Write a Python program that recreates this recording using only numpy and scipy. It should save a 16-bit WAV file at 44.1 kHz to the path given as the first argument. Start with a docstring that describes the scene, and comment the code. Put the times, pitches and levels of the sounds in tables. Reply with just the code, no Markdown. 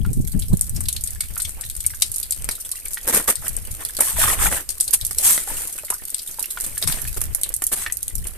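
"""From the start, meltwater drips from the eaves in the corner of a house: each impact splats on slush,
ticks on ice or traps a ringing bubble in a puddle. Light wind buffets the microphone, most in the first
second. From 3 s to about 5.5 s someone shifts through wet snow, crushing its grains underfoot; a few
lighter steps follow near 7 s and 7.7 s, and the dripping lasts to the end. Throughout, slush seeps,
the two walls reflect the drips briefly, and each microphone port resonates at its own treble pitch."""
import sys
import numpy as np
from scipy import signal
from scipy.fft import rfft, irfft, next_fast_len
from scipy.io import wavfile
from scipy.ndimage import uniform_filter1d, map_coordinates

SR = 44100
rng = np.random.default_rng(int(sys.argv[2]) if len(sys.argv) > 2 else 0)


def put_to_file(sound):
    """Save the sound as 16-bit audio at rate SR, in the file named by the first command-line argument."""
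    columns = np.atleast_2d(sound).T  # one column per channel
    safe = np.clip(columns, -1, 1)
    whole_steps = np.round(safe * 32767)
    wavfile.write(sys.argv[1], SR, whole_steps.astype(np.int16))


N = 369232

# Levels in all tables are relative; balance is left minus right.
# Loudest nearby drops: t/s, level/dB, slap/dB, balance/dB and, for heavy drops, thud/dB
NEAR_DROPS = [(.1311, -15, -22, 0), (.275, -15.5, -16, -7), (.393, -14, -21, -3), (.421, -22.5, -1.5, 1),
              (.6103, -6, -24, 1), (.762, -20, -4, 2, -14), (.806, -15, -30, 3.5, -16),
              (.856, -25, -2.5, 2), (.8849, -9, -10.5, 1, -23), (.927, -13, -11.5, 2), (.964, -20, 0, 1),
              (1.038, -9.5, -30, 2), (1.074, -17, -8, 0), (1.2062, -8, -10, .5, -22.5),
              (1.377, -12.5, -30, -3), (1.4, -13.5, -6, 2), (1.4198, -10, -32, 5), (1.448, -17, -8.5, -1),
              (1.492, -15.5, -23, 2.5, -14.5), (1.6106, -17.5, -20, 5), (1.699, -16, -9.5, 3),
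              (1.7644, -19, -25, 1), (1.8055, -16.5, -13.5, 3), (2.0206, -3.5, -7, 2.5, -18.5),
              (2.117, -13.5, -25, -5), (2.141, -17, -14, 4), (2.1603, -13.5, -22, -5),
              (2.229, -14, -8, 1.5), (2.322, -10, -11.5, 5, -26), (2.489, -12, -8, -.5, -4),
              (2.5111, -13, -9, 0, -17), (2.7152, -12, -11, 0), (2.933, -14, -22, 6), (3.1474, -5, -15, 0),
              (3.3555, -14, -9, 5.5), (3.481, -11.5, -35, -4), (3.713, -18, -22, 6),
              (3.85, -10.5, -12, -3.5, -20), (3.9675, -15, -9, -1, -21), (4.0062, -3, -26, -6.5),
              (4.5263, -14, -24, -6, 0), (4.69, -14, -6.5, 3), (4.703, -12.5, -12.5, 5),
              (4.801, -10, -9, -3.5), (4.808, -3.5, -22, 6), (4.8787, -13, -9.5, 2), (4.935, -3, -25, 1),
              (5.0118, -14.5, -7, -1), (5.0495, -10, -14, -4), (5.1097, -13, -10, -2, -11.5),
              (5.1838, -7, -11, 0), (5.3765, -18, -10, 0, -3), (5.726, -16, -22, -1),
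              (5.902, -8, -41, -2, -12.5), (6.1448, -13, -10, 4), (6.191, -22, -1, 2),
              (6.3941, -10.5, -16, -2), (6.6077, -10, -35, -7, -18), (6.64, -14, -15, 0, -15),
              (6.664, -15, -30, -3), (6.778, -11, -18, -1), (6.8251, -17.5, 2.5, -2),
              (6.8744, -6.5, -8.5, 3, -18), (6.923, -19, 0, 5), (7.017, -16.5, -32, -12),
              (7.2147, -14, -36, -7, -15), (7.348, -12.5, -29, -10, -20), (7.4136, -13.5, -24, -1, -19),
              (7.4335, -7.5, -7, .5, -23), (7.54, -9, -30, -4), (7.6209, -12.5, -26, -2.5, -8.5),
              (7.667, -8, -21, -3), (7.923, -10.5, -41, 2.5), (8.0294, -13, -20, -1), (8.08, -14, -17, -2),
              (8.153, -14.5, -30, -5), (8.2703, -15.5, -20, -8)]
# Droplets on hard ice: t/s, level/dB, balance/dB
ICE_TICKS = [(.571, -15, 2), (.695, -13, 1), (1.1064, -14, -2), (2.1824, -9, -3), (2.2, -13, -4),
             (2.4433, -12, 8), (2.8828, -14, 3), (2.9438, -12, -4), (3.5663, -10, 7), (4.9082, -12, -12),
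             (5.0666, -8, -1), (5.674, -14, 1), (6.053, -13, 0), (6.1025, -15, 2), (6.4268, -13, -15),
             (7.2383, -11, -3), (7.491, -13.5, -11), (7.564, -12, -6.5), (7.6393, -6, -3),
             (7.9703, -15, -11)]
# Drops sinking into soft slush: t/s, level/dB, resonance of the hollow f/Hz
SLUSH_SPLASHES = [(.211, -35, 7000), (.316, -30, 4500), (.48, -33, 5500), (.53, -30, 4000),
                  (1.007, -32, 6000), (1.284, -36, 3000), (1.66, -30, 3600), (1.902, -27, 5600),
                  (1.945, -30, 6600), (2.55, -29, 3800), (2.603, -28, 6000), (2.648, -30, 3400),
                  (2.765, -32, 2700), (2.852, -31, 2500), (2.912, -29, 7000), (3.029, -32, 7000),
                  (3.649, -33, 2900), (3.886, -31, 3400), (4.838, -27, 6500), (5.568, -28, 2800),
                  (5.783, -29, 2500), (5.848, -31, 5000), (5.936, -24, 6100), (6.273, -26, 3600),
                  (6.31, -28, 6600), (6.503, -24, 4000), (7.074, -26, 2500), (8.179, -30, 5600),
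                  (8.239, -32, 3000)]
# Bubbles trapped in puddles: t/s, level/dB, f/Hz
PUDDLE_BUBBLES = [(0.05, -28.5, 1360), (.764, -25, 5300), (.887, -23, 3900), (.965, -25, 4000),
                  (1.159, -37, 1680), (1.206, -28, 2160), (1.235, -31, 2210), (1.366, -27, 1330),
                  (1.395, -30, 1430), (1.452, -22, 3430), (1.635, -34.5, 1840), (1.639, -28, 3940),
                  (1.846, -30, 2200), (1.864, -13.5, 8850), (1.903, -35, 2020), (1.936, -32.5, 1590),
                  (2.022, -9, 3830), (2.308, -17.5, 7460), (2.86, -32, 2290), (2.972, -23, 1835),
                  (3.896, -35, 1630), (5.377, -21, 2010), (5.475, -26.5, 774), (5.499, -23.5, 880),
                  (5.784, -33, 1470), (5.835, -34, 573), (5.883, -33, 2090), (5.923, -26, 964),
                  (6.386, -26, 890), (6.442, -26, 2700), (6.573, -21, 1420), (6.773, -28, 1720),
                  (6.987, -31, 1780), (7.051, -30.5, 1720), (7.863, -16, 1760), (7.899, -27, 1890),
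                  (8.107, -39, 1940)]
# Rising runs of bubbles: t/s, level/dB, first f/Hz, last f/Hz, duration/s
GURGLE_RUNS = [(0.512, -41, 670, 1610, 0.026), (1.578, -41, 814, 1600, 0.046),
               (5.172, -39, 440, 1110, 0.082), (5.903, -31, 890, 1500, 0.044)]
# Weight shifts onto a boot: t/s, rise/s, hold/s, T60/s, crunch/dB, crackle/dB, thud/dB
FOOTFALLS = [(3.067, 0.01, 0.03, .15, -34, -33.5, -24.5), (3.119, 0.023, 0.037, 0.19, -28, -27.5, -22),
             (3.274, 0.005, 0.006, 0.12, -23.5, -22.5, -17), (3.297, 0.0037, 0.0019, 0.1, -29, -21, -25),
             (3.408, 0.059, 0.0061, 0.072, -36, -36, -40), (3.785, .025, .02, .09, -41, -43, -41),
             (3.986, 0.0024, .002, 0.046, -31, -47, -28), (4.001, 0.0053, 0.005, 0.12, -28, -27, -26),
             (4.015, 0.0092, 0.073, 0.41, -35.5, -29, -50), (4.151, 0.066, 0.021, 0.37, -24, -22, -44),
             (4.261, 0.021, 0.052, 0.14, -26.5, -26, -30), (4.37, 0.07, 0.029, 0.14, -24, -23, -30.5),
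             (4.501, 0.018, 0.058, 0.17, -34.5, -30.5, -34),
             (4.926, 0.013, 0.0049, 0.062, -38.5, -17.5, -43), (5.16, 0.04, 0.02, 0.1, -55, -30, -44),
             (5.221, 0.03, 0.054, 0.4, -35, -18, -47), (5.458, 0.018, 0.15, 0.46, -45, -34.5, -48),
             (6.81, 0.019, 0.013, 0.06, -37.5, -31, -37), (6.867, 0.0069, 0.027, 0.6, -37.5, -30.5, -47),
             (7.162, 0.0051, 0.0067, 0.094, -56, -48, -32.5),
             (7.714, 0.012, 0.014, 0.061, -31.5, -25.5, -28.5), (7.746, 0.02, 0.07, 0.18, -43, -33, -55)]
# Spectra of snow packing, coarse crunch and fine crackle: f/Hz, level/dB
PACKING_SPECTRUM = [(60, -29), (160, -4.5), (360, 1), (560, 2), (850, -6), (1300, -7.5), (1900, -2),
                    (2800, -19), (6000, -11)]
CRUNCH_SPECTRUM = [(100, 2), (250, -14.5), (450, -14), (750, -3.5), (1200, 1), (1550, 0), (1900, 3),
                   (2600, -6), (3500, -4), (4500, -26), (9000, -48)]
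CRACKLE_SPECTRUM = [(800, -7.5), (2800, -1), (4000, -1), (5200, -1.5), (7000, 2.5), (10000, 1.5),
                    (14000, 0)]
# Left-right coherence underfoot and of the background: f/Hz, coherence/1
BOOT_COHERENCE = [(60, .2), (290, 1), (700, .65), (1400, 0.31), (3000, 0.086), (6500, 0.017)]
FIELD_COHERENCE = [(60, 0.13), (250, 0.67), (500, 0.3), (1000, 0.05), (2000, 0.07), (4000, 0.028),
                   (10000, 0.017)]
# Breeze between gusts: t/s, level/dB
BREEZE_LEVELS = [(0, -27.5), (1.9, -39), (2.8, -50), (4.0, -43.5), (4.8, -48), (5.6, -51.5), (6.4, -64),
                 (7.4, -45), (8.37, -41.5)]
# Gusts on the microphone: t/s, duration/s, level/dB
WIND_GUSTS = [(0, 0.25, -25), (0.325, 0.064, -23), (0.475, 0.071, -22.5), (0.7, 0.17, -28.5),
              (1.432, 0.048, -32), (2.371, 0.11, -32.5), (3.369, 0.36, -34.5), (4.116, 0.21, -29),
              (4.358, 0.17, -30), (5.005, 0.17, -36), (5.49, 0.064, -37), (6.61, 0.21, -42.5),
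              (6.823, 0.077, -27), (6.925, 0.38, -32.5), (8.112, 0.14, -30.5)]
# Sudden eddies at the ports: t/s, level/dB, half-width/s
EDDY_THUMPS = [(.009, -23, .005), (.074, -26, .005), (.12, -26, .009), (.175, -20, .005), (.202, -18, .006),
               (.24, -23, .008), (.36, -25, .014), (.538, -16, .0075), (6.898, -29, .01)]
# Spectra of the wind's deep rumble and higher flutter: f/Hz, level/dB
RUMBLE_SPECTRUM = [(10, 2), (25, 3.5), (65, 0.5), (110, -6), (180, -21), (300, -34), (800, -44),
                   (3000, -100)]
FLUTTER_SPECTRUM = [(40, -18), (110, 7.5), (210, 1), (300, -11), (450, -21.5), (1000, -59), (3000, -84)]
# Background of melting: t/s, spray level/dB, slush level/dB
SEEP_LEVELS = [(0, -39, -54), (.72, -33.5, -47.5), (2.9, -32.5, -42.5), (4.36, -29.5, -39.5),
               (4.7, -34.5, -47), (5.5, -30.5, -38.5), (6.04, -31.5, -46), (6.76, -27, -39),
               (7.0, -28.5, -39), (7.15, -28.5, -39.5), (7.55, -39.5, -43.5), (8.37, -35, -42)]
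# Spectra of distant spray and seeping slush: f/Hz, level/dB
SPRAY_SPECTRUM = [(500, -12), (1500, 8), (2900, 6.5), (4000, 11.5), (5000, 11.5), (8000, 11), (14000, 14)]
SLUSH_SPECTRUM = [(30, 23), (100, 4.5), (250, 1.5), (500, 2), (1000, -5), (1900, -2.5), (3000, -4),
                  (8000, -62)]
# Decay of the wall reflections: f/Hz, T60/s
WALL_DECAY = [(200, 0.019), (2000, 0.13), (10000, 0.047)]
# Resonances of the left and right port: f/Hz, bandwidth/Hz, gain/dB
PORT_RESONANCES = [(8640, 937, 17), (11350, 2070, 14.5)]


def drops(tick_db=-13, slap_db=-7.5, smack_db=-16, thud_db=-6, ring_db=-7.5, spray_db=-19.5):
    """Impact excitation: a drop cracks, bursts and sprays, sounding a hollow in slush and tiny bubbles."""
    crack_t60, burst_t60, spray_t60 = .00028, .026, .28  # s
    out, t = np.zeros((2, N)), np.arange(SR // 7) / SR
    for s, db, slap, pan_db, *heavy in NEAR_DROPS:
        thud = heavy[0] if heavy else -31
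        noise = rng.standard_normal((6, len(t)))
        bright, dull, common = noise[:2], noise[2:4], noise[4]
        crack = amp(6 - 60 * t / crack_t60)
        burst = amp(-60 * t / (burst_t60 * rng.lognormal(0, .2))) * (1 - np.exp(-t / .0003))
        droplets = amp(3.5 * unit(uniform_filter1d(noise[5], size=45)))  # the drop breaks up unevenly
        impact = crack + burst * unit(droplets)
        splash = impact + amp(spray_db - 60 * t / spray_t60) * droplets
        tick = amp(tick_db) * band(splash * (bright + .047 * common), 6160, 12540)
        hollow_hz = 4290 * rng.lognormal(0, .11)
        hollow = band(splash * (.8 * dull + .5 * common), .82 * hollow_hz, 1.22 * hollow_hz)
        smack = band(splash * (bright + common), 2200, 6500)
        wet = amp(slap_db + slap) * hollow + amp(smack_db + slap) * smack
        low = amp(thud_db + thud) * band(impact * common, 180, 2460)
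        gain = amp(db) * balance(pan_db)
        add(out, s, gain * (tick + wet + low))
        delays = rng.exponential(.003, size=3)
        bubble_hz = np.array([4000, 5600, 9000]) * rng.lognormal(0, .12, size=3)
        for delay, hz in zip(delays, bubble_hz):
            share_db = np.interp(hz, [5000, 9000], [slap, -10])  # larger bubbles come with a wetter slap
            add(out, s + delay, gain * amp(ring_db + share_db) * ping(hz, cycles=70, glide=.04))
    return out


def ticks(level_db=-7.5, crack_t60=.012, tail_db=-15, tail_t60=.08):
    """Impact on a rigid surface: a droplet on ice gives one bright crack and a trace of spray."""
    out, t = np.zeros((2, N)), np.arange(SR // 15) / SR
    envelope = amp(-60 * t / crack_t60) + amp(tail_db - 60 * t / tail_t60)
    for s, db, pan_db in ICE_TICKS:
        tick = band(rng.standard_normal((2, len(t))) * envelope, 6000, 14000)
        tick /= np.abs(tick).max(axis=1, keepdims=True)
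        add(out, s, amp(db + level_db) * balance(pan_db) * tick)
    return out


def splashes(level_db=-6.5, hollow_db=-8, rise_s=.0015, t60=.085, uneven_db=3.5):
    """Cavity resonance: a drop sinks into slush, scatters spray and leaves a ringing hollow."""
    out, t = np.zeros((2, N)), np.arange(SR // 7) / SR
    for s, db, hz in SLUSH_SPLASHES:
        noise = rng.standard_normal((3, len(t)))
        flicker_db = uneven_db * unit(uniform_filter1d(noise[2], size=90))
        spray = noise[:2] * (1 - np.exp(-t / rise_s)) * amp(flicker_db - 60 * t / t60)
        hollow = amp(hollow_db) * band(spray, .85 * hz, 1.18 * hz)
        add(out, s, amp(db + level_db) * (band(spray, 6500, 14000) + hollow))
        add(out, s + rise_s, amp(db + level_db) * ping(hz, cycles=130, glide=.06))
    return out


def bubbles(ring_db=2, splash_db=-8, splash_t60=.045, ring_t60_at_1khz=.031):
    """Bubble resonance: air trapped by a splash in a puddle rings, the low bubbles a little longer."""
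    out, t = np.zeros((2, N)), np.arange(SR // 25) / SR
    for s, db, hz in PUDDLE_BUBBLES:
        splash = band(rng.standard_normal(len(t)) * amp(-60 * t / splash_t60), .65 * hz, 2 * hz)
        ring = ping(hz, cycles=ring_t60_at_1khz * np.sqrt(1000 * hz), glide=.07)
        add(out, s, amp(db) * (amp(ring_db) * ring + amp(splash_db) * splash))
    return out


def gurgles(count=8):
    """Pitch varies inversely with radius: water filling a hollow sheds ever smaller bubbles."""
    out = np.zeros((2, N))
    for s, db, start_hz, end_hz, length in GURGLE_RUNS:
        for progress in np.linspace(0, 1, count):
            onset = s + progress * length + rng.normal(0, .002)
            hz = start_hz * (end_hz / start_hz) ** progress
            add(out, onset, amp(db) * ping(hz, cycles=22, glide=.1))
    return out


def steps(squelch_db=-6):
    """Granular fracture: wet ice crunches and crackles under a boot, and the snow thuds as it packs."""
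    power = np.zeros((3, N))
    for start, rise, hold, t60, *levels_db in FOOTFALLS:
        power += (amp(levels_db)[:, None] * swell(start, rise, hold, t60)) ** 2
    crunch, crackle, thud = np.sqrt(power)

    def snow(spectrum, depth_db, **texture):
        return hollows(stereo(grains(**texture), spectrum, BOOT_COHERENCE), depth_db)

    packing = snow(PACKING_SPECTRUM, depth_db=2.5, per_s=400, spread_db=4, t60=.014, hiss=.5)
    coarse = snow(CRUNCH_SPECTRUM, depth_db=3.5, per_s=380, spread_db=3, t60=.008, hiss=.35)
    fine = snow(CRACKLE_SPECTRUM, depth_db=2.5, per_s=2400, spread_db=4, t60=.004, hiss=.7)
    return thud * packing + crunch * (coarse + amp(squelch_db) * squelch()) + crackle * fine


def squelch(middle_hz=1550, count=900, spread_db=4):
    """Compression drives air out of soaked snow as short rising bubble tones; rms 1."""
    out = np.zeros((2, N))
    onsets = rng.uniform(0, N / SR, count)
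    for s, (loud, pitch) in zip(onsets, rng.standard_normal((count, 2)).clip(-2, 1.6)):
        add(out, s, amp(spread_db * loud) * ping(middle_hz * np.exp(.45 * pitch), cycles=34, glide=.12))
    return unit(out)


def wind(flutter_db=-9, steepness=2.07, reference_db=-25, lumps_db=4.5, rise_s=.023, t60=.27):
    """Turbulent pressure: eddies hit each port separately, and stronger gusts reach higher in pitch."""
    breeze_db, = curves(BREEZE_LEVELS)
    gust_power = sum((amp(db) * swell(s, rise_s, length - rise_s, t60)) ** 2
                     for s, length, db in WIND_GUSTS)
    buffet_db = 10 * np.log10(amp(breeze_db) ** 2 + gust_power)
    lumps = amp(lumps_db * np.array([wobble(28), wobble(28)]))

    def eddies(spectrum):
        return unit(lumps * filtered(rng.standard_normal((2, N)), lambda hz: amp(along(spectrum, hz))))

    t = np.arange(N) / SR
    thumps = sum(amp(db) * np.exp(-np.minimum(((t - s) / width) ** 2, 20)) for s, db, width in EDDY_THUMPS)
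    rumble = amp(buffet_db) * eddies(RUMBLE_SPECTRUM)
    flutter_gain = amp(reference_db + flutter_db + steepness * (buffet_db - reference_db))
    flutter = (thumps + flutter_gain) * eddies(FLUTTER_SPECTRUM)
    return (rumble + flutter) * amp([[3.5], [.5]])  # stronger on the left


def trickle(level_db=-40.5, middle_hz=2200, spread_db=3, count=100):
    """Random bubble resonances: seeping water rings faintly in wet snow, the higher bubbles louder."""
    out = np.zeros((2, N))
    onsets = rng.uniform(0, N / SR, count)
    for s, (loud, pitch) in zip(onsets, rng.standard_normal((count, 2)).clip(-2, 1.5)):
        ring = ping(middle_hz * np.exp(.35 * pitch), cycles=36, glide=.11)
        add(out, s, amp(level_db + spread_db * loud + 2 * pitch) * ring)
    return out


def seep(fizz_db=-10):
    """Incoherent summation: tiny events merge into a fizz of distant spray and a seep of melting slush."""
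    spray_db, slush_db = curves(SEEP_LEVELS)
    spray = stereo(grains(per_s=120, spread_db=5, t60=.02, hiss=.7), SPRAY_SPECTRUM)
    fizz = hollows(spray, depth_db=2.5)
    slush = stereo(grains(per_s=54, spread_db=7.5, t60=.15, hiss=.51), SLUSH_SPECTRUM)
    return amp(spray_db + fizz_db) * fizz + amp(slush_db) * slush


def walls(x, delay_s=.0028):
    """Diffuse reflection: the siding scatters a short, delayed tail back to each port."""
    hz, t, spectra = signal.stft(rng.standard_normal((2, SR // 4)), SR, nperseg=256)
    tail = signal.istft(spectra * amp(-60 * t / along(WALL_DECAY, hz)[:, None]), SR, nperseg=256)[1]
    tail = np.pad(tail / np.linalg.norm(tail[0]), ((0, 0), (round(delay_s * SR), 0)))
    return signal.fftconvolve(x, tail, axes=1)[:, :N]


def ping(hz, cycles, glide):
    """Damped oscillation: a bubble falls 60 dB in `cycles` periods, its pitch rising by the part `glide`."""
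    turns = hz * np.arange(SR // 25) / SR
    age = turns / cycles
    phase = 2 * np.pi * turns * (1 + glide * np.minimum(age, 1))
    port_phase = rng.normal(0, min(hz / 2500, 3), (2, 1))
    return np.sin(phase + port_phase) * amp(-60 * age) * (1 - np.exp(-turns * 2))


def grains(per_s, spread_db, t60, hiss):
    """Shot noise: two channels of tiny bursts of random time and size, on a bed of hiss."""
    sizes = (rng.random(N) < per_s / SR) * amp(spread_db * np.minimum(rng.standard_normal(N), 2))
    decay = amp(-60 * np.arange(SR // 10) / SR / t60)
    power = signal.fftconvolve(sizes ** 2, decay ** 2)[:N].clip(0)
    return np.sqrt(power / power.mean() + hiss ** 2) * rng.standard_normal((2, N))


def hollows(x, depth_db):
    """Transient resonance: pockets in the snow colour the sound as they open and collapse."""
    spectra = signal.stft(x, nperseg=512)[2]
    field = uniform_filter1d(rng.standard_normal(spectra.shape[1:]), size=3, axis=0)  # over frequency
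    field = uniform_filter1d(field, size=6, axis=1)  # over time
    return unit(signal.istft(spectra * amp(depth_db * unit(field)), nperseg=512)[1][:, :N])


def stereo(pair, spectrum, coherence=FIELD_COHERENCE):
    """Partial coherence: two unrelated signals are coloured and blended as mid and side; rms 1."""
    def response(hz):
        angle = np.arccos(np.clip(along(coherence, hz), -1, 1)) / 2
        return amp(along(spectrum, hz)) * np.array([np.cos(angle), np.sin(angle)])

    mid, side = filtered(pair, response)
    return unit(np.array([mid + side, mid - side]))


def swell(start, rise, hold, t60):
    """Envelope: a linear rise to 1, a hold and an exponential decay."""
    age = np.arange(N) / SR - start
    return np.clip(age / rise, 0, 1) * amp(-60 * np.clip((age - rise - hold) / t60, 0, 2))


def wobble(per_s):
    """Spline interpolation through random knots."""
    knots = rng.standard_normal(int(N * per_s / SR) + 4)
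    return map_coordinates(knots, [np.arange(N) * per_s / SR])


def band(x, lo_hz, hi_hz):
    """Causal band-pass that keeps the rms of white noise."""
    sos = signal.butter(2, [lo_hz, min(hi_hz, .48 * SR)], 'band', fs=SR, output='sos')
    return signal.sosfilt(sos, x) * np.sqrt(SR / 2 / (hi_hz - lo_hz))


def filtered(x, response):
    """Linear filtering: the spectrum of x times a complex frequency response."""
    size = next_fast_len(N + SR // 4)
    return irfft(rfft(x, size) * response(np.fft.rfftfreq(size, 1 / SR)), size)[..., :N]


def along(points, hz):
    """Interpolation of (f/Hz, value) points on a logarithmic axis."""
    f, values = np.transpose(points)
    return np.interp(np.log(hz + 1), np.log(f + 1), values)


def curves(rows):
    """Linear interpolation: one value per sample for each column after the time."""
    times, *columns = np.transpose(rows)
    return [np.interp(np.arange(N) / SR, times, column) for column in columns]


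def add(track, s, sound):
    """Superposition of a sound on a track at time s."""
    span = track[:, max(round(s * SR), 0):][:, :sound.shape[-1]]
    span += sound[..., :span.shape[-1]]


def balance(db):
    """Level difference as left and right gains."""
    return amp([[db / 2], [-db / 2]])


def amp(db):
    """Decibels to amplitude ratio."""
    return 10 ** (np.asarray(db) / 20)


def unit(x):
    """Normalisation to rms 1."""
    return x / np.sqrt(np.mean(x ** 2) + 1e-20)


def scene(wall_db=-9):
    """Superposition of the drips, their reflections, seeping slush, footsteps and wind."""
    drips = drops() + ticks() + bubbles() + gurgles() + trickle() + splashes()
    return drips + amp(wall_db) * walls(drips) + seep() + steps() + wind()


def record(dry, ceiling=.9, top_hz=14500):
    """Port resonance lifts each channel's treble; peaks then clip and the band ends steeply."""
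    def ports(f):
        return np.array([1 + (amp(db) - 1) * 1j * f * width / (hz * hz - f * f + 1j * f * width)
                         for hz, width, db in PORT_RESONANCES])

    clipped = np.clip(filtered(dry, ports), -ceiling, ceiling)
    return filtered(clipped, lambda hz: hz < top_hz)


dry = scene()
out = record(dry)
put_to_file(out)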